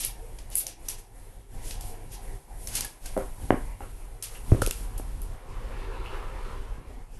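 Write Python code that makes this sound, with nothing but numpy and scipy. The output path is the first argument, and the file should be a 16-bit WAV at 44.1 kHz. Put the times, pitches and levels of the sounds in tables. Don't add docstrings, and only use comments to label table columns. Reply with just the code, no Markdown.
import sys
import numpy as np
from scipy import signal
from scipy.fft import rfft, irfft, next_fast_len
from scipy.io import wavfile
from scipy.ndimage import uniform_filter1d

SR = 44100
rng = np.random.default_rng(int(sys.argv[2]) if len(sys.argv) > 2 else 0)


def inscribe(sig):
    pcm = np.round(np.clip(np.atleast_2d(sig).T, -1, 1) * 32767)
    wavfile.write(sys.argv[1], SR, pcm.astype(np.int16))


N = 317387
T = np.arange(N) / SR

# frequency in Hz, spectrum level in dB.
HANDLING_COLOUR = [(12, -18.5), (22, 0.5), (31, -3), (45, -5), (62, -19), (100, -18.5), (150, -33.5),
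                   (250, -33.5), (600, -60)]
# frequency in Hz, spectrum level in dB.
AIR_COLOUR = [(40, -0.5), (130, 9), (200, -3), (300, 0), (450, 2), (620, -4.5), (740, 1.5), (1000, -3),
              (1200, -18.5), (2000, -11.5), (4000, -25), (12000, -26)]
# frequency in Hz, spectrum level in dB.
RUSTLE_COLOUR = [(800, 5), (2000, -2), (3000, -5.5), (5000, -6.5), (7000, -3.5), (9000, 2), (11500, 5),
                 (13000, -9)]
# frequency in Hz, spectrum level in dB.
SWISH_COLOUR = [(150, -21.5), (300, 1), (470, 5), (650, -6), (1000, 1), (1300, -3.5), (1800, -9),
                (2700, -12.5), (4000, -19.5), (7000, -28), (12000, -24.5)]
# frequency in Hz, spectrum level in dB.
PLASTIC_COLOUR = [(300, -10), (1200, -15.5), (2000, -9.5), (2900, -6), (4000, -7), (6100, -2.5),
                  (7500, -1.5), (9500, 4), (11500, 5.5), (13000, 0.5)]
# band centre in Hz, 60 dB decay time in s.
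ROOM_DECAY = [(100, 0.23), (400, 0.24), (1500, 0.32), (5000, 0.28), (11000, 0.16)]
# start in s, end in s (both at half amplitude), then rumble, dull rub and bright rustle in dB.
MOVEMENT_BOUTS = [(-.05, 0.57, -40, -53.5, -57.5), (0.564, 0.73, -49, -53, -67),
                  (0.796, 1.013, -41, -56, -56), (1.132, 1.432, -45, -59.5, -58.5),
                  (1.517, 1.951, -35, -48, -55), (1.938, 2.214, -41, -50.5, -58),
                  (2.213, 2.372, -35, -48.5, -51), (2.495, 2.715, -38.5, -53.5, -55),
                  (2.694, 2.868, -38.5, -46.5, -45), (3.028, 3.343, -35, -54.5, -49),
                  (3.378, 3.747, -33, -49, -51.5), (3.79, 4.175, -39, -56.5, -56),
                  (4.287, 4.496, -39, -63, -49), (4.464, 4.709, -27, -53, -50),
                  (4.73, 5.369, -33, -53.5, -58), (5.45, 6.79, -34, -54, -81),
                  (6.875, 7.045, -37.5, -51.5, -86), (7.102, 7.25, -38.5, -51.5, -72)]
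# rumble, dull air and bright hiss in dB.
REST_LEVELS_DB = (-52, -58, -68)
# rumble, dull rub and bright rustle in s.
BOUT_RELEASE_S = (0.056, 0.035, 0.38)
# middle in s, level in dB before the path gains, half length in s.
SLIDE_STROKES = [(4.735, -55, 0.7), (6.12, -43.5, .57)]
# start in s, level in dB before onset and decay, 60 dB decay time in s.
CHAFE_STROKES = [(4.348, -44.5, .14), (6.058, -49.5, 0.66)]
# middle in s, peak level in dB, half length in s, top-end tilt in dB.
SCUFF_STROKES = [(0.01, -29, 0.016, -1.5), (0.044, -32.5, 0.018, -12), (0.534, -43, 0.021, -10),
                 (0.58, -21, 0.019, 15), (0.609, -32, 0.012, -2), (0.865, -50.5, 0.021, -6),
                 (0.992, -47.5, 0.018, -2.5), (1.693, -41.5, 0.058, -5.5), (1.873, -45.5, 0.059, 0.5),
                 (2.14, -46, 0.029, -11.5), (2.642, -44.5, 0.055, 5), (2.765, -34, 0.038, -9),
                 (3.063, -52, 0.04, -11), (4.343, -51, 0.027, -6), (4.784, -46, 0.084, -0.5)]
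# start in s, level in dB, time scale of contact in ms,
# deep boom against the knock in dB, share sent to the room in dB.
LANDINGS = [(3.166, -27, 0.47, -30, -6), (3.1762, -23.5, 0.44, -31, -2), (3.186, -31.5, 0.54, -22, 1),
            (3.421, -39, 5.2, -5, 8), (3.5057, -10.5, 0.31, -17, -10), (3.526, -22.5, 0.8, -7, -16),
            (3.542, -21, 0.75, -24, -14), (3.806, -39.5, 0.21, -30, 3.5), (4.5185, -26, 0.4, -11, -3.5),
            (4.5200, -16, 1.3, 10, -4.5), (4.547, -27.5, 0.58, 8, -5.5), (4.62, -25, 0.19, 2.5, -21),
            (4.807, -44, 2, -14, 0), (4.998, -34, 0.58, -22, -17), (6.78, -42, 3.1, -17, 3.5),
            (6.894, -51.5, 1, -16, 11.5)]
# nominal frequency in Hz, 60 dB decay time in s, strength in dB.
WOOD_MODES = [(294, 0.028, 1), (380, 0.012, 6), (565, 0.04, -4.5), (700, 0.016, 3.5), (1004, 0.011, 0.5),
              (1405, 0.0095, 4), (1940, 0.0089, 2), (2750, 0.0089, 3.5)]
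# start in s, level in dB, pitch in Hz, 60 dB decay time in ms.
CLACK_NOTES = [(.668, -32.5, 5920, 3.3), (0.8878, -30.5, 5940, 5.3), (2.6722, -36, 5870, 6),
               (2.847, -39, 1700, 33), (3.056, -47.5, 1570, 98), (3.168, -24.5, 594, 24),
               (3.1775, -25, 566, 26), (3.8065, -37, 800, 22), (4.6197, -24, 1360, 8.7),
               (4.622, -24.5, 494, 26), (4.663, -37.5, 2590, 7), (4.674, -26.5, 423, 10.7),
               (4.712, -36.5, 2750, 4.4), (4.998, -60, 806, 10), (6.060, -42, 2700, 7)]
# start in s, level in dB, time scale in ms,
# top-end tilt in dB, share sent to the room in dB.
TICK_HITS = [(0.0488, -21.5, 1.4, 20, 1), (0.3855, -43.5, 6.7, -11, -4), (0.501, -44, 2.2, 6, 0),
             (0.5541, -15.5, 2.2, 13.5, -5), (0.6651, -31, 5.4, -2, 0.5), (0.8839, -26, 4.8, 2, 2.5),
             (1.708, -36, 5.8, -16, -5), (1.808, -36.5, 4.5, -3.5, -1), (2.119, -41, 2.9, 14, 6.5),
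             (2.672, -31, 5.2, 0, 1), (2.752, -22, 6.3, -2, 1.5), (2.807, -25, 3.8, -6.5, -4.5),
             (2.846, -29.5, 5.8, 1, -3), (3.057, -34.5, 9.1, -9, -4), (3.175, -39, 3.5, 3, -2),
             (4.2243, -29, 4, -0.5, 4), (4.6168, -26, 8.3, -4, -1.5), (4.663, -24, 1.4, 2, -5),
             (4.673, -30, 1.6, -5, -6), (4.7096, -23, 1.6, -1.5, -8.5), (4.977, -35, 7.7, 5.5, -1),
             (5.217, -38, 2.9, 9, -0.5)]

BOUT_ATTACK_S = 0.071
SLIDE_ECHO_MS, SLIDE_ECHO_DB = 2.323, -16.5
SLIDE_ECHO_SHRINK = 0.2
CHAFE_HZ, CHAFE_RING_S, CHAFE_ATTACK_S = 2800, 0.008, 0.003
PAD_HZ = 3260
BOOM_HZ, BOOM_T60_S = 104, 0.06
STIFF_ROOM_DB = -13
FAR_DIRECT_DB, FAR_ROOM_DB = -1.0, -6.0
TOP_HZ = 12080


def undb(db):
    return 10 ** (np.asarray(db) / 20)


def unit(x):
    return x / np.sqrt(np.mean(x ** 2))


def on_log_hz(points, hz):
    f, value = np.transpose(points)
    return np.interp(np.log(hz + 1), np.log(f), value)


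def colour(x, points, tilt_db=0, hinge_hz=8000):
    size = 2 * next_fast_len(len(x))
    hz = np.arange(size // 2 + 1) * SR / size
    db = on_log_hz(points, hz) + tilt_db * np.tanh((hz - hinge_hz) / 2200) / 2
    cepstrum = irfft(np.log(undb(db)))
    cepstrum[1:size // 2] *= 2
    cepstrum[size // 2 + 1:] = 0
    response = np.exp(rfft(cepstrum))
    return irfft(rfft(x, size) * response)[:len(x)]


def walk(rate):
    hold = int(SR / rate)
    steps = np.repeat(rng.standard_normal(N // hold + 1), hold)
    smooth = uniform_filter1d(uniform_filter1d(steps, hold), hold)
    return unit(smooth[:N])


def waver(x, depth_db, rate):
    size = next_fast_len(N)
    spectrum = rfft(x, size)
    hz = np.arange(len(spectrum)) * SR / size
    band = np.clip(3 * np.log2((hz + 1) / 200), 0, 14)
    out = 0
    for k in range(15):
        part = irfft(spectrum * np.maximum(1 - abs(band - k), 0), size)[:N]
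        out = out + part * undb(depth_db * walk(rate))
    return unit(out)


def grains(count, spread_db):
    excess = np.minimum(rng.exponential(size=count), 5)
    return rng.standard_normal(count) * undb(spread_db * excess)


def mode(hz, t60_s):
    t = T[:8192]
    return undb(-60 * t / t60_s) * np.sin(2 * np.pi * hz * t)


def hit_level(x, db):
    return x * undb(db) * np.sqrt(0.005 * SR / np.sum(x ** 2))


def add(track, s, sound, sends=1):
    start = int(s * SR)
    part = sound[max(-start, 0):N - start]
    track[..., max(start, 0):max(start, 0) + len(part)] += np.multiply.outer(sends, part)


def room(x, gap_s=0.0088):
    t = T[:20000]
    spectrum = rfft(rng.standard_normal(len(t)))
    hz = np.arange(len(spectrum)) * SR / len(t)
    tail = 0
    for centre, t60 in ROOM_DECAY:
        band = on_log_hz([(f, float(f == centre)) for f, _ in ROOM_DECAY], hz)
        tail = tail + irfft(spectrum * band) * undb(-60 * t / t60)
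    growth = (t / gap_s) ** 4
    tail = tail * growth / (1 + growth)
    return signal.fftconvolve(x, tail / np.sqrt(np.sum(tail ** 2)))[:N]


def movement():
    power = np.outer(undb(REST_LEVELS_DB) ** 2, np.ones(N))
    release_s = np.array(BOUT_RELEASE_S)[:, None]
    for start, end, *db in MOVEMENT_BOUTS:
        ramp = np.minimum((T - start) / BOUT_ATTACK_S, (end - T) / release_s)
        bout = np.clip(0.5 + ramp, 0, 1)
        power = power + (undb(db)[:, None] * bout) ** 2
    return np.sqrt(power)


def handling(gain):
    rumble = colour(rng.standard_normal(N), HANDLING_COLOUR)
    return gain * rumble / np.sqrt(uniform_filter1d(rumble ** 2, size=6000))


def rubbing(gain):
    return waver(colour(rng.standard_normal(N), AIR_COLOUR), depth_db=3.5, rate=22) * gain


def stirring(gain, flutter_db=0.85):
    rustle = unit(colour(grains(N, spread_db=1.5), RUSTLE_COLOUR))
    return rustle * gain * undb(flutter_db * walk(45))


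def slide(uneven_db=1.14):
    hiss = waver(colour(grains(N, spread_db=2.5), SWISH_COLOUR), depth_db=2.3, rate=22)
    out = 0
    for s, db, half_s in SLIDE_STROKES:
        away = ((T - s) / half_s) ** 2
        lag_s = SLIDE_ECHO_MS / 1000 / (1 + SLIDE_ECHO_SHRINK * away)
        echo = undb(SLIDE_ECHO_DB) * np.interp(T - lag_s, T, hiss)
        out = out + unit(hiss + echo) * undb(db) * np.exp(-away)
    return out * undb(uneven_db * walk(28))


def chafes():
    out, t = np.zeros((2, N)), T[:16384]
    for s, db, t60_s in CHAFE_STROKES:
        slips = grains(len(t), spread_db=2.5)
        ring = unit(signal.fftconvolve(slips, mode(CHAFE_HZ, CHAFE_RING_S))[:len(t)])
        onset = 1 - np.exp(-t / CHAFE_ATTACK_S)
        decay = np.exp(-np.log(1000) * t / t60_s)
        add(out, s, ring * onset * decay * undb(db), [1, undb(STIFF_ROOM_DB)])
    return out


def scuffs(room_db=-6):
    out, t = np.zeros((2, N)), T[:16384]
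    middle = t[-1] / 2
    for s, db, half_s, tilt_db in SCUFF_STROKES:
        cloud = unit(colour(grains(len(t), spread_db=1.5), PLASTIC_COLOUR, tilt_db))
        swell = np.exp(-((t - middle) / half_s) ** 2)
        add(out, s - middle, undb(db) * cloud * swell, [1, undb(room_db)])
    return out


def knocks():
    out, t = np.zeros((2, N)), T[:1024]
    pad = signal.butter(6, PAD_HZ, fs=SR, output="sos")
    for s, db, contact_ms, boom_db, room_db in LANDINGS:
        age = t * 1000 / contact_ms
        push = signal.sosfilt(pad, age ** 2 * np.exp(-3 * age))
        detune = 1 + 0.06 * rng.standard_normal(len(WOOD_MODES))
        ring = 0
        for (hz, t60, strength_db), d in zip(WOOD_MODES, detune):
            ring = ring + undb(strength_db) * np.diff(mode(hz * d, t60)) / hz
        knock = signal.fftconvolve(-push, ring)
        boom = signal.fftconvolve(push, mode(BOOM_HZ, BOOM_T60_S))
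        add(out, s, hit_level(knock, db), [1, undb(room_db)])
        add(out[0], s, hit_level(boom, db + boom_db))
    return out


def clacks():
    out = np.zeros((2, N))
    for s, db, hz, t60_ms in CLACK_NOTES:
        onset = 1 - np.exp(-T[:8192] * hz)
        ring = mode(hz, t60_ms / 1000) * onset
        add(out, s, hit_level(ring, db), [1, undb(STIFF_ROOM_DB)])
    return out


def ticks():
    out, t = np.zeros((2, N)), T[:2048]
    for s, db, ms, tilt_db, room_db in TICK_HITS:
        age = t * 1000 / ms
        slips = grains(len(t), spread_db=1) * age * np.exp(-2.8 * age)
        add(out[0], s, hit_level(colour(slips, PLASTIC_COLOUR, tilt_db), db))
        click = colour(signal.unit_impulse(len(t)), PLASTIC_COLOUR, tilt_db)
        add(out[1], s, hit_level(click, db + room_db))
    return out


def scene():
    rumble, rub, rustle = movement()
    far = slide() + rubbing(rub)
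    direct, to_walls = chafes() + scuffs() + knocks() + clacks() + ticks()
    reverberation = room(to_walls + undb(FAR_ROOM_DB) * far)
    near = direct + stirring(rustle) + handling(rumble)
    return (near + undb(FAR_DIRECT_DB) * far + reverberation)[None]


def record(dry):
    low_pass = signal.ellip(12, 0.2, 70, TOP_HZ, fs=SR, output="sos")
    return signal.sosfilt(low_pass, dry)


dry = scene()
out = record(dry)
inscribe(out)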